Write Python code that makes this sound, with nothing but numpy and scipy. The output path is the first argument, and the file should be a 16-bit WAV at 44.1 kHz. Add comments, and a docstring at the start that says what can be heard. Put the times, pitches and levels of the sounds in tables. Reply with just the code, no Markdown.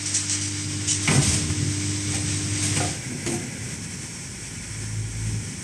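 """A pneumatic machine fills and seals a plastic bag, heard in mono beside its steel cabinet in a noisy hall.
Its coils hum, its frame rumbles and air leaks and whistles, while valves puff, cylinders vent and the
jaws clank. A slide rasps back as the machine lets go, and hum and leak die away.
The full bag flops onto the conveyor belt, then a motor swells briefly."""
import sys
import numpy as np
from scipy import signal
from scipy.fft import rfft, irfft, next_fast_len
from scipy.io import wavfile
from scipy.ndimage import map_coordinates

SR = 44100
rng = np.random.default_rng(int(sys.argv[2]) if len(sys.argv) > 2 else 0)


def master(y):
    """Save y as 16-bit WAV."""
    cut = np.clip(np.atleast_2d(y).T, -1, 1)
    pcm = np.round(cut * 32767)  # scale
    wavfile.write(sys.argv[1], SR, pcm.astype(np.int16))


N = 248283


def amp(db):
    return 10 ** (np.asarray(db) / 20)


def unit(x):
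    return x / np.sqrt(np.mean(x ** 2) + 1e-20)


def clock():
    return np.arange(N) / SR


def along(points, hz):
    """Read a curve of (frequency, value) points on a log frequency axis."""
    f, v = np.transpose(points)
    return np.interp(np.log(hz + 1), np.log(f + 1), v)


def wobble(rate):
    """Smooth random modulation, rate knots a second."""
    knots = rng.standard_normal(int(N * rate / SR) + 4)
    return map_coordinates(knots, [clock() * rate])


def filtered(x, response):
    """EQ x with a gain that is a function of frequency."""
    size = next_fast_len(N + 8192)
    return irfft(rfft(x, size) * response(np.fft.rfftfreq(size, 1 / SR)), size)[:N]


def noise(colour):
    """Noise of rms 1 with a (Hz, dB) spectrum, rippled by standing waves between the steel walls."""
    knots = rng.standard_normal(SR // 60)
    depth_db = [(200, 0), (900, 1.5), (3500, 1.5), (6000, 1)]
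    ripple = lambda f: along(depth_db, f) * map_coordinates(knots, [f / 35])  # a knot every 35 Hz
    low_cut = lambda f: np.minimum(f / colour[0][0], 1) ** 2
    return unit(filtered(rng.standard_normal(N), lambda f: amp(along(colour, f) + ripple(f)) * low_cut(f)))


def resonant_noise(peaks, order=1):
    """Noise of rms 1 through (Hz, width, dB) resonances; a higher order has steeper skirts."""
    band = lambda f, hz, width: 1j * f * width / (hz * hz - f * f + 1j * f * width)
    body = lambda f: sum(amp(db) * band(f, hz, width) ** order for hz, width, db in peaks)
    return unit(filtered(rng.standard_normal(N), body))


def burst(start, t60, hold=0, attack=0.0012):
    """An envelope that opens, holds and dies away; all times in seconds."""
    t = np.maximum(clock() - start, 0)
    return (1 - np.exp(-t / attack)) * np.exp(-np.log(1000) * np.maximum(t - hold, 0) / t60)


def ring(start, modes, attack):
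    """Strike (Hz, dB, t60) modes, in a slightly new balance each hit, starting near rms 1."""
    t = np.arange(SR) / SR
    out = np.zeros(N + SR)
    size = np.sqrt(sum(amp(db) ** 2 for _, db, _ in modes) / 2)
    for hz, db, t60 in modes:
        envelope = (1 - np.exp(-t / attack)) * np.exp(-np.log(1000) * t / t60)
        out[round(start * SR):][:SR] += amp(db + rng.normal(0, 1)) * envelope * np.sin(2 * np.pi * hz * t)
    return out[:N] / size


def harmonics(hz, lines):
    """A stack of (multiple, dB) sines on a pitch that may glide."""
    turns = np.cumsum(hz) / SR
    return np.sqrt(2) * sum(amp(db) * np.sin(2 * np.pi * (k * turns + rng.random())) for k, db in lines)


def shade(loss_db, clear_s=0.73):
    """Gain that rises to 1 as the microphone comes out from behind the cabinet."""
    return amp(-loss_db * np.exp(-clock() / clear_s))


def working(t60, let_go_s=2.878):
    """Full while the machine holds the bag, dying away once it lets go."""
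    return np.exp(-np.log(1000) * np.maximum(clock() - let_go_s, 0) / t60)


def hum_level():
    """Envelope of the coils' buzz."""
    return amp(-30.5) * shade(loss_db=7) * working(t60=0.39)


# Partials of the coil buzz: (multiple of the buzz pitch, level [dB])
HUM_PARTIALS = [(1, 0), (1.5, -13), (2, -14.5), (3, -4), (3.5, -19.5), (4, -22)]

def hum():
    """Coils buzz at twice the mains rate until the machine lets go."""
    buzz_hz = 100 + 0.27 * wobble(5.36)
    return hum_level() * amp(0.82 * wobble(6.45)) * harmonics(buzz_hz, HUM_PARTIALS)


# Movements that shake the frame: (time [s], hold [s], level [dB])
FRAME_SHAKES = [(0.626, 0.24, -39), (1.068, 0.22, -27), (1.56, 0.053, -36), (2.05, 0.86, -35),
                (3.047, 0.78, -37), (5.247, 0.2, -36)]
# Low end of the shaking frame: (frequency [Hz], level [dB per Hz])
RUMBLE_EQ = [(25, -12), (42, -13), (55, -14), (68, -5.5), (85, -1), (115, 1.5), (150, 0), (200, -4.5),
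             (270, -10), (350, -15.5), (500, -26.5), (900, -78)]
# Droning panel resonances: (frequency [Hz], width [Hz], level [dB])
DRONE_PEAKS = [(81.8, 3.2, -3), (148, 8.7, 2.5), (413, 4.3, -11)]

def rumble():
    """Each movement adds its power to the frame's idle rumble; the panels drone while the machine hums."""
    idle = amp(-39) * shade(loss_db=11)
    moves = [amp(db) * burst(s, t60=2.35, hold=hold, attack=0.017) for s, hold, db in FRAME_SHAKES]
    shake = np.sqrt(idle ** 2 + sum(move ** 2 for move in moves))
    drone = amp(-5.5) * np.sqrt(shake * hum_level()) * resonant_noise(DRONE_PEAKS)
    return shake * noise(RUMBLE_EQ) + drone


# The hall's noise bed: (frequency [Hz], level [dB per Hz])
HALL_EQ = [(210, 3), (350, 0.5), (700, -11), (1000, -7), (1220, -11.5), (1500, -7), (2250, -0.5),
           (2750, -7.5), (3200, -6.5), (3770, -12), (4900, -8), (5550, 1), (7100, -3), (8350, 3),
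           (9300, -8), (10400, -13), (11400, -25), (13200, -24.5), (14000, -36)]
# Whines of other machines: (frequency [Hz], width [Hz], level [dB])
WHINE_PEAKS = [(815, 65, -4.5), (958, 26, -2.5), (1429, 25, 2.5), (1669, 30, 2), (1990, 9.7, -11),
               (2232, 40, 6), (5600, 110, -6)]

def hall():
    """A bed of factory noise, fluttering slightly, with other machines whining in it."""
    bed = amp(-37 + 0.42 * wobble(4.214) + 0.94 * wobble(25)) * noise(HALL_EQ)
    return bed + amp(-52) * resonant_noise(WHINE_PEAKS)


# Bright hiss of the leak: (frequency [Hz], level [dB per Hz])
LEAK_EQ = [(300, -27), (600, -11), (1200, -8), (2200, 0), (2700, -2), (3300, -1), (4200, -3.5), (5600, 3.5),
           (6300, 4), (7300, 0.5), (8500, 6), (9200, -18), (10500, -45), (11600, -59), (14000, -52)]

def leak():
    """Air leaks with a flickering hiss until the machine lets go."""
    return amp(-30 + 1.7 * wobble(18)) * shade(loss_db=0.5) * working(t60=0.75) * noise(LEAK_EQ)


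# Whistles of the fittings: (start [s], end [s], frequency [Hz], width [Hz], level [dB])
FITTING_WHISTLES = [(-.3, 1.1, 4858, 30, -42), (1.3, 2.6, 4865, 50, -47), (1.2, 2.4, 6230, 90, -42.5),
                    (1.3, 2.9, 8058, 50, -38.5), (1.9, 3, 8510, 70, -40), (.2, 1.6, 3008, 30, -51)]

def whistles():
    """The air fittings whistle in turn as pressure shifts: narrow bands of hiss that swell and fade."""
    out = np.zeros(N)
    for start, end, hz, width, db in FITTING_WHISTLES:
        swell = np.sin(np.pi * np.clip((clock() - start) / (end - start), 0, 1))
        out += amp(db) * swell * resonant_noise([(hz, width, 0)])
    return out


# Valve exhaust cues: (time [s], attack [s], hold [s], level [dB], t60 [s], muffler name)
VALVE_PUFFS = [(.057, .002, 0.013, -26, 0.52, "hissing"), (.1415, 0.0018, 0.021, -20.5, 0.36, "hissing"),
               (0.296, .0004, 0.051, -24.5, 0.2, "hissing"), (.411, .002, 0.013, -28.5, 1, "hissing"),
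               (0.874, 0.0049, 0.046, -21, 0.35, "whistling")]
# Tone of the exhaust jet: (frequency [Hz], level [dB per Hz])
PUFF_EQ = [(800, -33), (1800, -13.5), (2700, -9), (3800, -11), (5100, -4.5), (5700, 5), (6500, 0.5),
           (7300, 0.5), (8200, 3.5), (9000, -4.5), (10500, -20), (11600, -40), (14000, -50)]
# Ring of the "hissing" and "whistling" mufflers: (frequency [Hz], width [Hz], level [dB])
MUFFLER_PEAKS = { "hissing": [(3050, 60, -7), (4120, 45, -.5), (4290, 45, -2), (4600, 45, -4),
                 (5670, 45, 2), (5890, 45, 2), (6250, 35, -1), (6520, 35, -1), (7620, 40, 1),
                 (8040, 40, 0)], "whistling": [(3010, 35, -1), (2780, 50, -3), (3330, 50, -2),
                 (3600, 45, -2), (3850, 50, -3.5), (5680, 45, 0), (6310, 45, 3), (6930, 30, 8.5),
                 (8540, 45, -1)], }

def puffs():
    """Each valve opens with a surge of extra flow and blows through its muffler, which rings."""
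    jet = noise(PUFF_EQ) * amp(1.1 * wobble(160))
    out = np.zeros(N)
    for s, attack, hold, db, t60, muffler in VALVE_PUFFS:
        surge = 1 + 0.59 * burst(s, t60=0.057, attack=attack)
        blowing = burst(s, t60, hold, attack) * surge
        ringing = amp(-5) * burst(s, t60=0.22, hold=hold, attack=attack)
        out += amp(db) * (blowing * jet + ringing * resonant_noise(MUFFLER_PEAKS[muffler], order=2))
    return out


# Cylinder vent cues: (time [s], hold [s], jet level [dB], sizzle level [dB])
CYLINDER_VENTS = [(1.02, 0.042, -26.5, -55), (1.09, 0.069, -26.5, -35), (1.215, 0.135, -23, -45),
                  (2.125, .015, -43, -41), (2.17, 0.09, -54, -56), (2.615, 0.04, -26, -30),
                  (2.745, 0.115, -29.5, -47)]
# Body of the jet: (frequency [Hz], level [dB per Hz])
VENT_EQ = [(400, -5.5), (1300, -12), (2100, -3.5), (3000, -2.5), (4000, -5.5), (5200, 1.5), (6300, 3),
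           (7300, 0.5), (8500, 6), (9500, -7), (11000, -17), (14000, -35)]
# Thin top edge of the jet: (frequency [Hz], level [dB per Hz])
SIZZLE_EQ = [(6000, -25), (8400, 10), (9400, 0), (10300, -1), (11100, -6), (11800, -21), (13300, -16),
             (14000, -20)]

def vents():
    """Cylinders dump their air as the jaws close and open: a broad jet with a sizzling edge."""
    jet = noise(VENT_EQ)
    sizzle = unit(noise(SIZZLE_EQ) * amp(2.5 * wobble(300)))
    out = np.zeros(N)
    for s, hold, jet_db, sizzle_db in CYLINDER_VENTS:
        out += burst(s, t60=0.55, hold=hold, attack=0.01) * (amp(jet_db) * jet + amp(sizzle_db) * sizzle)
    return amp(0.7 * wobble(49.13)) * out


# Hits of the jaws and grippers: (time [s], thud [dB], clang [dB], clack [dB], tick [dB])
JAW_HITS = [(1.0755, -35, -31, -14.5, -22), (1.086, -4, -25, -37, -37), (1.106, -30, -25, -25, -37),
            (1.112, -8, -38, -38, -40), (1.141, -8, -30, -36, -23.5), (1.157, -5.5, -49, -45, -42),
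            (1.179, -2, -32, -44, -38), (1.498, -13, -37.5, -31, -27), (1.598, -10, -52, -48, -45),
            (1.626, -11, -55, -48, -45), (1.664, -14, -59, -48, -47), (2.145, -32, -42, -29, -21),
            (2.722, -30, -38, -27.5, -30), (2.763, -30, -33, -30, -26), (2.769, -32, -35, -29, -25),
            (2.783, -16, -50, -42, -42), (2.807, -32, -42, -34, -28), (2.817, -34, -41, -32, -33)]
# Dull thud of the damped sheet panels: (frequency [Hz], level [dB], t60 [s])
PANEL_MODES = [(82, -14, .12), (146, 0, .06), (185, -4, .045), (235, -10, .04), (335, -15, .05)]
# Long ring of the frame: (frequency [Hz], level [dB], t60 [s])
FRAME_MODES = [(403, 0, .9), (623, -2, .8), (771, -1, .7), (945, 0, .6), (993, -6, .5), (1006, 0, .65),
               (1240, -5, .5), (1515, 0, .8), (1755, -5, .8), (1975, -1.5, .8), (2090, -4, .8),
               (2520, -2, .8), (3252, -10, .7)]
# Short ring of the steel latch: (frequency [Hz], level [dB], t60 [s])
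LATCH_MODES = [(2083, 0, .12), (2213, -4, .11), (2374, -1, .05), (2530, -6, .06), (2977, -4, .055),
               (3155, -7, .055)]
# Dark clang of the frame: (frequency [Hz], level [dB per Hz])
CLANG_EQ = [(150, 15), (330, 10), (550, 5), (1000, 3), (1500, 4), (2200, -1), (4000, -19), (8000, -45)]
# Sharp midrange clack: (frequency [Hz], level [dB per Hz])
CLACK_EQ = [(700, -10), (1800, -9.5), (2100, 0), (2500, -4.5), (3100, -6.5), (3800, -16), (8000, -25),
            (14000, -55)]
# Bright tick, also the tone of the bag's crackle: (frequency [Hz], level [dB per Hz])
TICK_EQ = [(2000, -22), (4500, -10), (6000, 3), (7400, -4), (8500, 9), (9500, -7.5), (11500, -13.5),
           (14000, -32)]

def jaws():
    """Each hit thuds in the panels, rings the latch and clangs in the frame, which rings on as they shut."""
    clang, clack, tick = noise(CLANG_EQ), noise(CLACK_EQ), noise(TICK_EQ)
    rattle = amp(2.5 * wobble(180))  # loose parts chatter after the hit
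    shut_s = JAW_HITS[2][0]
    out = amp(-28 + 2 * wobble(45)) * ring(shut_s, FRAME_MODES, attack=0.001)
    thuds = np.zeros(N)
    for s, thud_db, clang_db, clack_db, tick_db in JAW_HITS:
        thuds += amp(thud_db) * ring(s, PANEL_MODES, attack=0.0054)
        out += amp(clang_db) * rattle * clang * burst(s, t60=0.22)
        out += amp(clack_db) * clack * burst(s, t60=0.097, attack=0.0008)
        out += amp(clack_db - 7) * ring(s, LATCH_MODES, attack=0.002)
        out += amp(tick_db) * tick * burst(s, t60=0.06)
    low_cut = signal.butter(3, 97, "highpass", fs=SR, output="sos")  # panels radiate little deep bass
    return out + signal.sosfilt(low_cut, thuds)


# Bass boom of the cabinet: (frequency [Hz], level [dB per Hz])
BOOM_EQ = [(30, -45), (55, -28), (70, -3), (86, 7), (105, -33), (300, -120)]

def cabinet_boom():
    """The cabinet booms while the jaws press."""
    return amp(-34) * burst(1.17, t60=0.42, hold=0.37, attack=0.049) * noise(BOOM_EQ)


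# Gripper cues: (time [s], knock level [dB], rub hold [s], rub level [dB])
STOP_HITS = [(2.135, -31, .03, -36.5), (2.8025, -15, 0.011, -27), (2.843, -29, .008, -41)]
# Resonances of the end stop: (frequency [Hz], width [Hz], level [dB])
STOP_PEAKS = [(373, 55, 1), (453, 64, -2), (531, 30, 2), (636, 32, 2.5), (710, 31, 5), (777, 42, 2.5),
              (1240, 40, -10), (1437, 35, -2)]

def end_stop():
    """The gripper knocks on its stop; the same resonances sound on as it rubs into the cushion."""
    modes = [(hz, db, np.log(1000) / (np.pi * width)) for hz, width, db in STOP_PEAKS]  # width to t60
    knocks = sum(amp(db) * ring(s, modes, attack=0.0015) for s, db, _, _ in STOP_HITS)
    rubbing = sum(amp(db) * burst(s, t60=0.2, hold=hold, attack=0.004) for s, _, hold, db in STOP_HITS)
    return knocks + rubbing * resonant_noise(STOP_PEAKS, order=2)


# Rasp of the slide on its rail: (frequency [Hz], width [Hz], level [dB])
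SLIDE_PEAKS = [(504, 120, 7), (780, 130, -3), (1603, 140, 6.5), (2030, 82, 12.5), (2250, 63, 9.5),
               (2350, 67, -23)]

def slide():
    """A slide rubs back along its rail at an even speed, then stops."""
    stroke = burst(2.71, t60=0.32, hold=1, attack=0.033)
    return amp(-41 + 1.6 * wobble(40)) * stroke * resonant_noise(SLIDE_PEAKS)


# The bag's hits on the belt: (time [s], thump [dB], film slap [dB], snap [dB])
BAG_HITS = [(3.2626, -17.5, -35, -21.5), (3.2652, -31, -39, -30), (3.274, -13.5, -38, -26),
            (3.288, -24, -44, -44), (3.299, -21, -40, -44), (3.321, -18.5, -38, -44),
            (3.341, -28, -40, -38), (3.398, -27, -44, -40), (3.43, -30, -49, -45)]
# Low slosh of the filling: (frequency [Hz], width [Hz], level [dB])
FILLING_PEAKS = [(184, 31, -3), (238, 32, 8), (335, 28, 3), (368, 27, -5), (534, 90, -12), (746, 41, -15)]
# Thump of the belt: (frequency [Hz], level [dB], t60 [s])
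BELT_MODES = [(145, -4, .07), (186, -2, .08), (236, 2, .11), (280, 2, .08), (333, 2, .09), (382, -5, .05),
              (450, -10, .04), (600, -15, .04)]
# Slap of the plastic film: (frequency [Hz], level [dB per Hz])
FILM_EQ = [(200, -7), (750, 0), (1200, -5.5), (1800, 0), (2600, 4.5), (3800, -6), (5500, 0), (7300, 3),
           (8500, 1), (9600, -4), (11500, -18), (14000, -34)]

def bag_landing():
    """The bag's foot brushes the belt, then it thumps down, its filling shaking and its film snapping."""
    brush = amp(-29.5) * burst(3.09, t60=0.33, hold=0.046, attack=0.008)
    jolt = amp(-30.5) * burst(BAG_HITS[1][0], t60=0.58, hold=0.073, attack=0.0041)
    out = (brush + jolt) * resonant_noise(FILLING_PEAKS, order=2)
    film = unit(noise(FILM_EQ) * amp(1.8 * wobble(500)))
    for s, thump_db, slap_db, snap_db in BAG_HITS:
        slap = amp(slap_db) * burst(s, t60=0.18)
        snap = amp(snap_db) * burst(s, t60=0.031, attack=0.00024)
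        out += amp(thump_db) * ring(s, BELT_MODES, attack=0.0024) + (slap + snap) * film
    return out


# Folds of the film: (time [s], hold [s], level [dB])
BAG_FOLDS = [(3.294, 0.032, -30.5), (3.339, .004, -32)]
# Hollow ring of the bag's wall: (frequency [Hz], width [Hz], level [dB])
WALL_PEAKS = [(615, 50, -2), (740, 70, 4), (837, 74, -2)]

def bag_crumple():
    """The film crackles and the bag's wall rings as it folds over and lies down."""
    folding = sum(amp(db) * burst(s, t60=0.18, hold=hold, attack=0.002) for s, hold, db in BAG_FOLDS)
    crackle = unit(noise(TICK_EQ) * amp(1.8 * wobble(700)))
    return folding * (crackle + amp(-9.5) * resonant_noise(WALL_PEAKS, order=2))


# Fader moves for the motor's run: (time [s], shaft tone level [dB], overtone level [dB])
MOTOR_FADERS = [(4.45, -44, -47), (4.462, -49, -61), (4.5, -51, -42), (4.622, -45, -42),
                (5.006, -39, -28.5), (5.126, -36, -35), (5.298, -34, -26), (5.41, -44, -29.5),
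                (5.45, -45, -34)]
# The motor's overtones: (multiple of the shaft rate, level [dB])
MOTOR_PARTIALS = [(2, 0.5), (3, -14), (4, -24.5), (6, -24.5)]

def motor():
    """A motor gains a little speed, surges twice and drops away as it is switched off."""
    on_s, off_s = 4.24, 5.42
    top_hz, rise_hz_per_s = 54.4, 1.1
    s, shaft_db, overtones_db = np.transpose(MOTOR_FADERS)
    shaft_hz = top_hz - rise_hz_per_s * np.maximum(off_s - clock(), 0)
    shaft = amp(np.interp(clock(), s, shaft_db)) * harmonics(shaft_hz, [(0.98, 0)])  # slightly flat
    overtones = amp(np.interp(clock(), s, overtones_db)) * harmonics(shaft_hz, MOTOR_PARTIALS)
    return burst(on_s, t60=0.4, hold=off_s - on_s, attack=0.12) * (shaft + overtones)


# Decay of the hall's reverb: (frequency [Hz], t60 [s])
REVERB_DECAY = [(150, 0.53), (1000, 0.45), (5000, 0.051), (12000, 0.16)]

def reverb(x):
    """The hall answers with a short noise tail whose treble dies first."""
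    hz, t, spectrum = signal.stft(rng.standard_normal(SR // 2), SR, nperseg=256)
    decay = np.exp(-np.log(1000) * t / along(REVERB_DECAY, hz)[:, None])
    _, tail = signal.istft(spectrum * decay, SR, nperseg=256)
    delayed = np.pad(x, (SR // 200, 0))  # 5 ms pre-delay
    return signal.fftconvolve(delayed, tail / np.linalg.norm(tail))[:N]


def scene():
    """Air and action feed the reverb; hum, low end, hall and motor stay dry."""
    air = leak() + whistles() + puffs() + vents()
    near = air + jaws() + end_stop() + slide() + bag_landing() + bag_crumple()
    bed = hum() + rumble() + hall() + cabinet_boom() + motor()
    mono = amp(-3) * near + amp(-12) * reverb(near) + bed
    return np.array([mono, mono])


def record(dry):
    """The microphone sheds deep bass, and a brick-wall filter takes off the very top."""
    low_hz, top_hz = 42, 14060
    low_cut = signal.butter(2, low_hz, "highpass", fs=SR, output="sos")
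    return np.array([filtered(channel, lambda hz: hz < top_hz) for channel in signal.sosfilt(low_cut, dry)])


dry = scene()
out = record(dry)
master(out)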